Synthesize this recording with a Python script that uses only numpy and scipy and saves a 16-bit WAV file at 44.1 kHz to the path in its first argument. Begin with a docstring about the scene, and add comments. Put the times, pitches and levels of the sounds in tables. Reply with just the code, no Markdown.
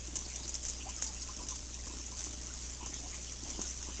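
"""Stroking a purring cat.

A hand strokes a cat on a sofa in a small room, close to a small camera. The fur rustles; tufts and
hairs spring free in crackles and sharp ticks. The cat purrs in soft, low puffs from its throat.
Hand and cat shift with dull bumps, and faint short tones whistle. Mains hum and hiss lie under it all.
The microphone rings between 6 and 7 kHz: a peak in the fur and snap spectra."""
import sys
import numpy as np
from scipy import signal
from scipy.fft import rfft, irfft
from scipy.io import wavfile
from scipy.ndimage import uniform_filter1d

SR = 44100
rng = np.random.default_rng(int(sys.argv[2]) if len(sys.argv) > 2 else 0)


def master_out(mix):
    """Clip the mix to full scale and print it as 16-bit PCM to the path in sys.argv[1]."""
    frames = np.transpose(np.atleast_2d(mix))
    ceiling = np.clip(frames, -1, 1)
    pcm = np.round(ceiling * 32767).astype(np.int16)
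    wavfile.write(sys.argv[1], SR, pcm)


N = 4 * SR

# Mains hum. Each row: harmonic number, level in dB.
HUM_HARMONICS = [(1, -48.5), (2, -62), (3, -69), (7, -73), (10, -73.5)]
# Spectra of hiss with low rumble, purr pulse, fur rub, crackle snaps and a tick's dry crack.
# Each row: frequency in Hz, relative density in dB.
HISS_SPECTRUM = [(15, 0.5), (27, 10.5), (42, 5), (75, 1.5), (105, -2), (160, -8), (235, -2), (330, -6),
                 (450, -13), (1000, -17.5), (1600, -20), (2900, -17.5), (4200, -17), (5200, -13),
                 (6100, -13.5), (7200, -8), (8000, -20.5), (8600, -27), (9200, -41.5)]
PURR_SPECTRUM = [(50, -9.5), (130, -5), (220, -3.5), (300, 8), (400, -12), (550, -19), (1000, -10.5),
                 (1500, -25), (3000, -38.5), (8000, -54)]
FUR_SPECTRUM = [(150, -25.5), (400, -11), (1000, -11.5), (1500, -14.5), (2900, -10), (4200, -11),
                (5200, -4.5), (6100, 2), (7200, -3), (8000, -13.5), (9000, -29.5)]
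SNAP_SPECTRUM = [(150, -26), (500, -15.5), (1500, -22.5), (3200, -14), (4400, -16), (5300, -6.5),
                 (6200, 1.5), (7300, 1), (8100, -15), (9000, -29)]
CRACK_SPECTRUM = [(200, -3), (700, 1), (1600, 8), (3400, 3), (5000, -2.5), (7500, -0.5), (9000, -8)]
# Faint tones. Each row: centre in seconds, length in seconds, pitch in Hz, glide in octaves, level in dB.
WHISTLE_TONES = [(0.874, 0.04, 769, 0.21, -47.5), (0.889, 0.039, 999, 0.087, -53),
                 (0.994, 0.036, 1254, -0.26, -57.5), (1.084, .07, 882, -0.17, -56.5),
                 (1.295, 0.027, 1056, 0.093, -50), (1.418, 0.074, 982, 0.054, -53),
                 (1.527, 0.045, 1007, -0.15, -53), (1.913, .03, 1002, -0.021, -57.5),
                 (2.137, 0.041, 988, 0.0052, -52.5), (2.508, 0.022, 1426, -0.015, -54),
                 (2.822, 0.055, 965, -0.13, -51), (3.041, 0.079, 719, 0.067, -57)]
# Soft knocks. Each row: start in seconds, peak in dB.
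BUMP_HITS = [(3.5831, -41), (3.5925, -27.5), (3.603, -37), (3.887, -34.5), (3.995, -33.5)]
# Resonances of a knock. Each row: frequency in Hz, relative level in dB, T60 in seconds.
THUD_MODES = [(235, -12.5, 0.027), (347, -6, 0.02), (610, -5.5, 0.0063), (880, -31, 0.017)]
# Purring. Each row: first pulse in seconds, length in seconds, pulses per second, initial level in dB.
PURR_RUNS = [(0.085, 0.22, 22, -46.5), (0.408, 0.14, 23.5, -50), (0.795, 0.12, 23.7, -50.5),
             (1.032, 0.12, 32, -54), (1.371, 0.12, 45, -49), (1.871, 0.16, 31, -46),
             (2.269, 0.22, 27.5, -47), (2.832, 0.25, 30.3, -45.5), (3.432, 0.22, 34, -47.5)]
# Fingers on the coat. Each row: centre in seconds, length in seconds, band centre in Hz, level in dB.
FINGER_BRUSHES = [(.258, .028, 4830, -47), (0.444, 0.035, 4300, -50), (0.816, 0.041, 2840, -50.5),
                  (0.906, 0.12, 2700, -56.5), (1.076, 0.034, 4700, -49), (1.228, 0.032, 4970, -46.5),
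                  (2.836, 0.078, 2700, -54.5), (2.937, 0.055, 2150, -57), (2.964, .07, 3540, -54.5),
                  (3.14, .05, 2180, -53.5), (3.287, 0.049, 2940, -53.5), (3.889, 0.053, 970, -54),
                  (3.932, 0.16, 2850, -58)]
# Stroke envelope. Each row: time in seconds, level of the rub in dB.
STROKE_LEVELS = [(0, -52.5), (.14, -52), (.2, -50), (.38, -48), (0.591, -52), (.7, -49.5), (.76, -50.5),
                 (.95, -50.5), (1.06, -50.5), (1.14, -50.5), (1.53, -48.5), (1.63, -53), (2.02, -49.5),
                 (2.13, -52.5), (2.2, -43.5), (2.37, -51), (2.7, -48.5), (2.77, -52.5), (2.87, -51),
                 (3.1, -48.5), (3.18, -47), (3.39, -52), (3.52, -48), (3.68, -47), (3.77, -51), (4, -47.5)]
# Tufts springing free. Each row: start in seconds, length in seconds, level in dB.
CRACKLE_BURSTS = [(0.156, 0.015, -34), (0.358, 0.008, -39.5), (0.479, 0.025, -46), (0.544, 0.0066, -38.5),
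                  (0.629, .012, -42), (0.657, 0.015, -41), (0.682, 0.015, -39.5), (0.89, 0.0078, -40),
                  (1.017, 0.014, -37), (1.04, 0.012, -41), (1.072, 0.009, -44.5), (1.489, 0.005, -48),
                  (1.556, 0.012, -43), (1.868, 0.013, -44.5), (2.859, 0.011, -43.5), (3.502, 0.0068, -40),
                  (3.621, 0.021, -45.5)]
# Single snaps. Each row: start in seconds, ring pitch in Hz, ring peak in dB, crack peak in dB.
HAIR_TICKS = [(0.072, 6050, -33, -48), (.1555, 6700, -29, -51), (.1895, 6100, -32, -53),
              (0.361, 6440, -39, -55), (0.4923, 6760, -29, -55), (.542, 6400, -27, -43),
              (0.553, 5460, -28.5, -38), (0.6515, 6260, -27, -37), (0.6863, 6050, -32, -51),
              (0.6984, 6800, -26.5, -47), (0.964, 6200, -31, -53), (1.023, 6600, -24, -25.5),
              (1.0413, 6200, -30, -54), (1.065, 6080, -31, -59), (1.2187, 5400, -32.5, -45),
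              (1.366, 6200, -34, -50), (1.4865, 6000, -27, -41), (1.508, 5960, -29.5, -46),
              (1.743, 5840, -33, -52), (2.0645, 6760, -32.5, -51), (2.2401, 6200, -30, -45),
              (2.3293, 6120, -34.5, -48), (2.4225, 6200, -44, -45), (2.469, 6080, -31.5, -50),
              (2.5381, 7000, -33, -40.5), (2.6972, 5800, -35, -43), (2.8605, 6150, -33, -51),
              (2.941, 6040, -31, -45), (3.3221, 6080, -31.5, -44), (3.4358, 6000, -33, -56),
              (3.502, 6100, -30, -40), (3.6156, 6140, -25.5, -32), (3.7098, 5970, -31.5, -44),
              (3.7743, 6000, -33, -49), (3.8273, 6240, -33, -37)]

RING_RISE_S = 0.0009


def amp(db):
    """Decibels to gain."""
    return 10 ** (np.asarray(db) / 20)


def unit(x):
    """Scales to rms 1."""
    return x / np.sqrt(np.mean(abs(x) ** 2) + 1e-20)


def add(mix, start_s, sound):
    """Mixes a sound in at start_s."""
    part = mix[max(round(start_s * SR), 0):][:len(sound)]
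    part += sound[:len(part)]


def response(spectrum, size=8192):
    """Minimum-phase impulse response of energy 1 with the given spectrum."""
    hz, db = np.transpose(spectrum)
    bins_hz = np.fft.rfftfreq(size, 1 / SR) + 1
    gain = amp(np.interp(np.log(bins_hz), np.log(hz), db))
    cepstrum = irfft(np.log(gain))
    cepstrum[1:size // 2] *= 2
    cepstrum[size // 2 + 1:] = 0
    impulse = irfft(np.exp(rfft(cepstrum)))[:size // 2]
    return impulse / np.linalg.norm(impulse)


def colour(x, spectrum):
    """Filters x by a spectrum."""
    return signal.fftconvolve(x, response(spectrum))[:N]


def grains(per_s, spread_db):
    """Random clicks of uneven size."""
    sizes = amp(spread_db * np.minimum(rng.exponential(1, N), 4))
    return unit(sizes * rng.choice([-1, 1], N) * (rng.random(N) < per_s / SR))


def patchy(x, depth_db, size=512):
    """Lets narrow patches of the spectrum swell and fade."""
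    frames = signal.stft(x, nperseg=size)[2]
    field = uniform_filter1d(rng.standard_normal(frames.shape), size=5, axis=0)
    field = uniform_filter1d(field, size=6, axis=1)
    return unit(signal.istft(frames * amp(depth_db * unit(field)), nperseg=size)[1][:N])


def swish(noise, length_s, hz, width_oct):
    """A band of noise that swells and fades."""
    bins_hz = np.fft.rfftfreq(len(noise), 1 / SR) + 1
    bell = np.exp(-.5 * (np.log2(bins_hz / hz) / width_oct) ** 2)
    band = unit(irfft(rfft(noise) * bell)[:round(length_s * SR)])
    return band * np.sin(np.linspace(0, np.pi, len(band)))


def hum_and_hiss(mains_hz=60.02, hiss_db=-51):
    """Mains harmonics over steady hiss with a low rumble at the purr's fundamental."""
    t = np.arange(N) / SR
    hum = sum(amp(db) * np.sqrt(2) * np.sin(2 * np.pi * (harmonic * mains_hz * t + rng.random()))
              for harmonic, db in HUM_HARMONICS)
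    return hum + amp(hiss_db) * unit(colour(rng.standard_normal(N), HISS_SPECTRUM))


def room(x, t60_s=0.23, gap_s=0.002, gain_db=-12):
    """Short reverberant tail of a furnished room."""
    t = np.arange(SR // 3) / SR
    tail = rng.standard_normal(len(t)) * amp(-60 * t / t60_s) * (t > gap_s)
    return amp(gain_db) * signal.fftconvolve(x, tail / np.linalg.norm(tail))[:N]


def whistles(width_hz=200, pure_share=0.58, air_db=-12):
    """Faint, fuzzy tones that glide a little, each inside a longer, broader puff of noise."""
    out = np.zeros(N)
    lowpass = signal.butter(2, width_hz / 2, fs=SR)
    fuzz = signal.lfilter(*lowpass, rng.standard_normal(N) + 1j * rng.standard_normal(N))
    for centre_s, length_s, hz, glide_oct, db in WHISTLE_TONES:
        position = np.linspace(-.5, .5, round(length_s * SR))
        flutter = unit(np.roll(fuzz, -round(centre_s * SR))[:len(position)])
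        body = unit(pure_share + (1 - pure_share) * flutter)
        phase = 2 * np.pi * np.cumsum(hz * 2 ** (glide_oct * position)) / SR
        tone = np.sqrt(2) * (body * np.exp(1j * phase)).real
        air = swish(rng.standard_normal(8192), 2 * length_s, hz, width_oct=0.43)
        add(out, centre_s - length_s / 2, amp(db) * np.cos(np.pi * position) * tone)
        add(out, centre_s - length_s, amp(db + air_db) * air)
    return out


def bumps(rise_s=0.00044):
    """Dull knocks as the hand and the cat shift, damped by fur and cloth."""
    out, t = np.zeros(N), np.arange(SR // 10) / SR
    thud = sum(amp(db - 60 * t / t60_s) * np.sin(2 * np.pi * hz * t) for hz, db, t60_s in THUD_MODES)
    thud *= 1 - np.exp(-t / rise_s)
    for start_s, db in BUMP_HITS:
        add(out, start_s, amp(db) * thud / abs(thud).max())
    return out


def purr(rise_s=0.00434, fade_db=-6.5):
    """Runs of soft, low puffs from the cat's throat, each run fading."""
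    out, air = np.zeros(N), colour(rng.standard_normal(N), PURR_SPECTRUM)
    t = np.arange(0, 6 * rise_s, 1 / SR)
    envelope = t / rise_s * np.exp(1 - t / rise_s)
    for start_s, length_s, per_s, db in PURR_RUNS:
        for offset_s in np.arange(0, length_s, 1 / per_s):
            puff = envelope * air[round((start_s + offset_s) * SR):][:len(t)]
            puff *= np.linalg.norm(envelope) / np.linalg.norm(puff)
            add(out, start_s + offset_s - rise_s, amp(db + fade_db * offset_s / length_s) * puff)
    return out


def brushes():
    """Fingers swish briefly across the coat, each time in one band."""
    out = np.zeros(N)
    for centre_s, length_s, hz, db in FINGER_BRUSHES:
        brush = swish(rng.standard_normal(8192), length_s, hz, width_oct=0.19)
        add(out, centre_s - length_s / 2, amp(db) * brush)
    return out


def hair_ring(hz):
    """The very short high ring of one snapping hair."""
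    t = np.arange(SR // 100) / SR
    envelope = (t / RING_RISE_S * np.exp(1 - t / RING_RISE_S)) ** 2
    return envelope * np.sin(2 * np.pi * hz * t)


def rustle(snaps_db=-5.5, rings_db=-7, ring_range_hz=(5920, 7420)):
    """A dense rub of fur with dry snaps and single hairs ringing, louder as the stroke presses."""
    stroke_db = np.interp(np.arange(N) / SR, *np.transpose(STROKE_LEVELS))
    rub = patchy(colour(grains(per_s=1500, spread_db=2), FUR_SPECTRUM), depth_db=4.5)
    snaps = colour(grains(per_s=170, spread_db=2.5), FUR_SPECTRUM)
    rings = sum(signal.oaconvolve(grains(per_s=30, spread_db=1.5), hair_ring(hz))[:N]
                for hz in np.linspace(*ring_range_hz, 8))
    return amp(stroke_db) * (rub + amp(snaps_db) * snaps + amp(rings_db) * unit(rings))


def crackles(release_s=0.0045):
    """Tufts of fur spring free in quick runs of tiny snaps."""
    out, snaps = np.zeros(N), grains(per_s=3400, spread_db=-5)
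    for start_s, length_s, db in CRACKLE_BURSTS:
        t = np.arange(0, length_s + 5 * release_s, 1 / SR)
        envelope = np.exp(-np.maximum(t - length_s, 0) / release_s)
        burst = envelope * snaps[round(start_s * SR):][:len(t)]
        add(out, start_s, amp(db) * unit(burst) * np.sqrt(length_s / t[-1]))
    return colour(out, SNAP_SPECTRUM)


def ticks(crack_decay_s=0.00079, tail_decay_s=0.011, tail_db=-12.5):
    """Single snaps: a dry crack, a high ring and a short fizzy tail as the snap dies away in the room."""
    out, t = np.zeros(N), np.arange(SR // 20) / SR
    fizz = colour(rng.standard_normal(N), SNAP_SPECTRUM)
    crack_filter = response(CRACK_SPECTRUM, size=1024)
    for start_s, hz, ring_db, crack_db in HAIR_TICKS:
        crack = np.convolve(rng.standard_normal(len(t)) * np.exp(-t / crack_decay_s), crack_filter)
        tail = fizz[round(start_s * SR):][:len(t)] * np.exp(-t / tail_decay_s)
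        add(out, start_s, amp(ring_db) * hair_ring(hz))
        add(out, start_s + RING_RISE_S / 2, amp(crack_db) * crack / abs(crack).max())
        add(out, start_s + RING_RISE_S, amp(ring_db + tail_db) * tail)
    return out


def scene():
    """Near sounds with their room tail, over purr, hum and hiss; mono."""
    near = rustle() + brushes() + crackles() + ticks() + bumps() + whistles()
    return (near + room(near) + purr() + hum_and_hiss())[None]


def record(dry):
    """The camera's band limit: a steep low-pass."""
    cutoff_hz = 8950
    lowpass = signal.firwin(301, cutoff_hz, window=("kaiser", 8), fs=SR)
    return signal.oaconvolve(dry, lowpass[None], "same")


dry = scene()
out = record(dry)
master_out(out)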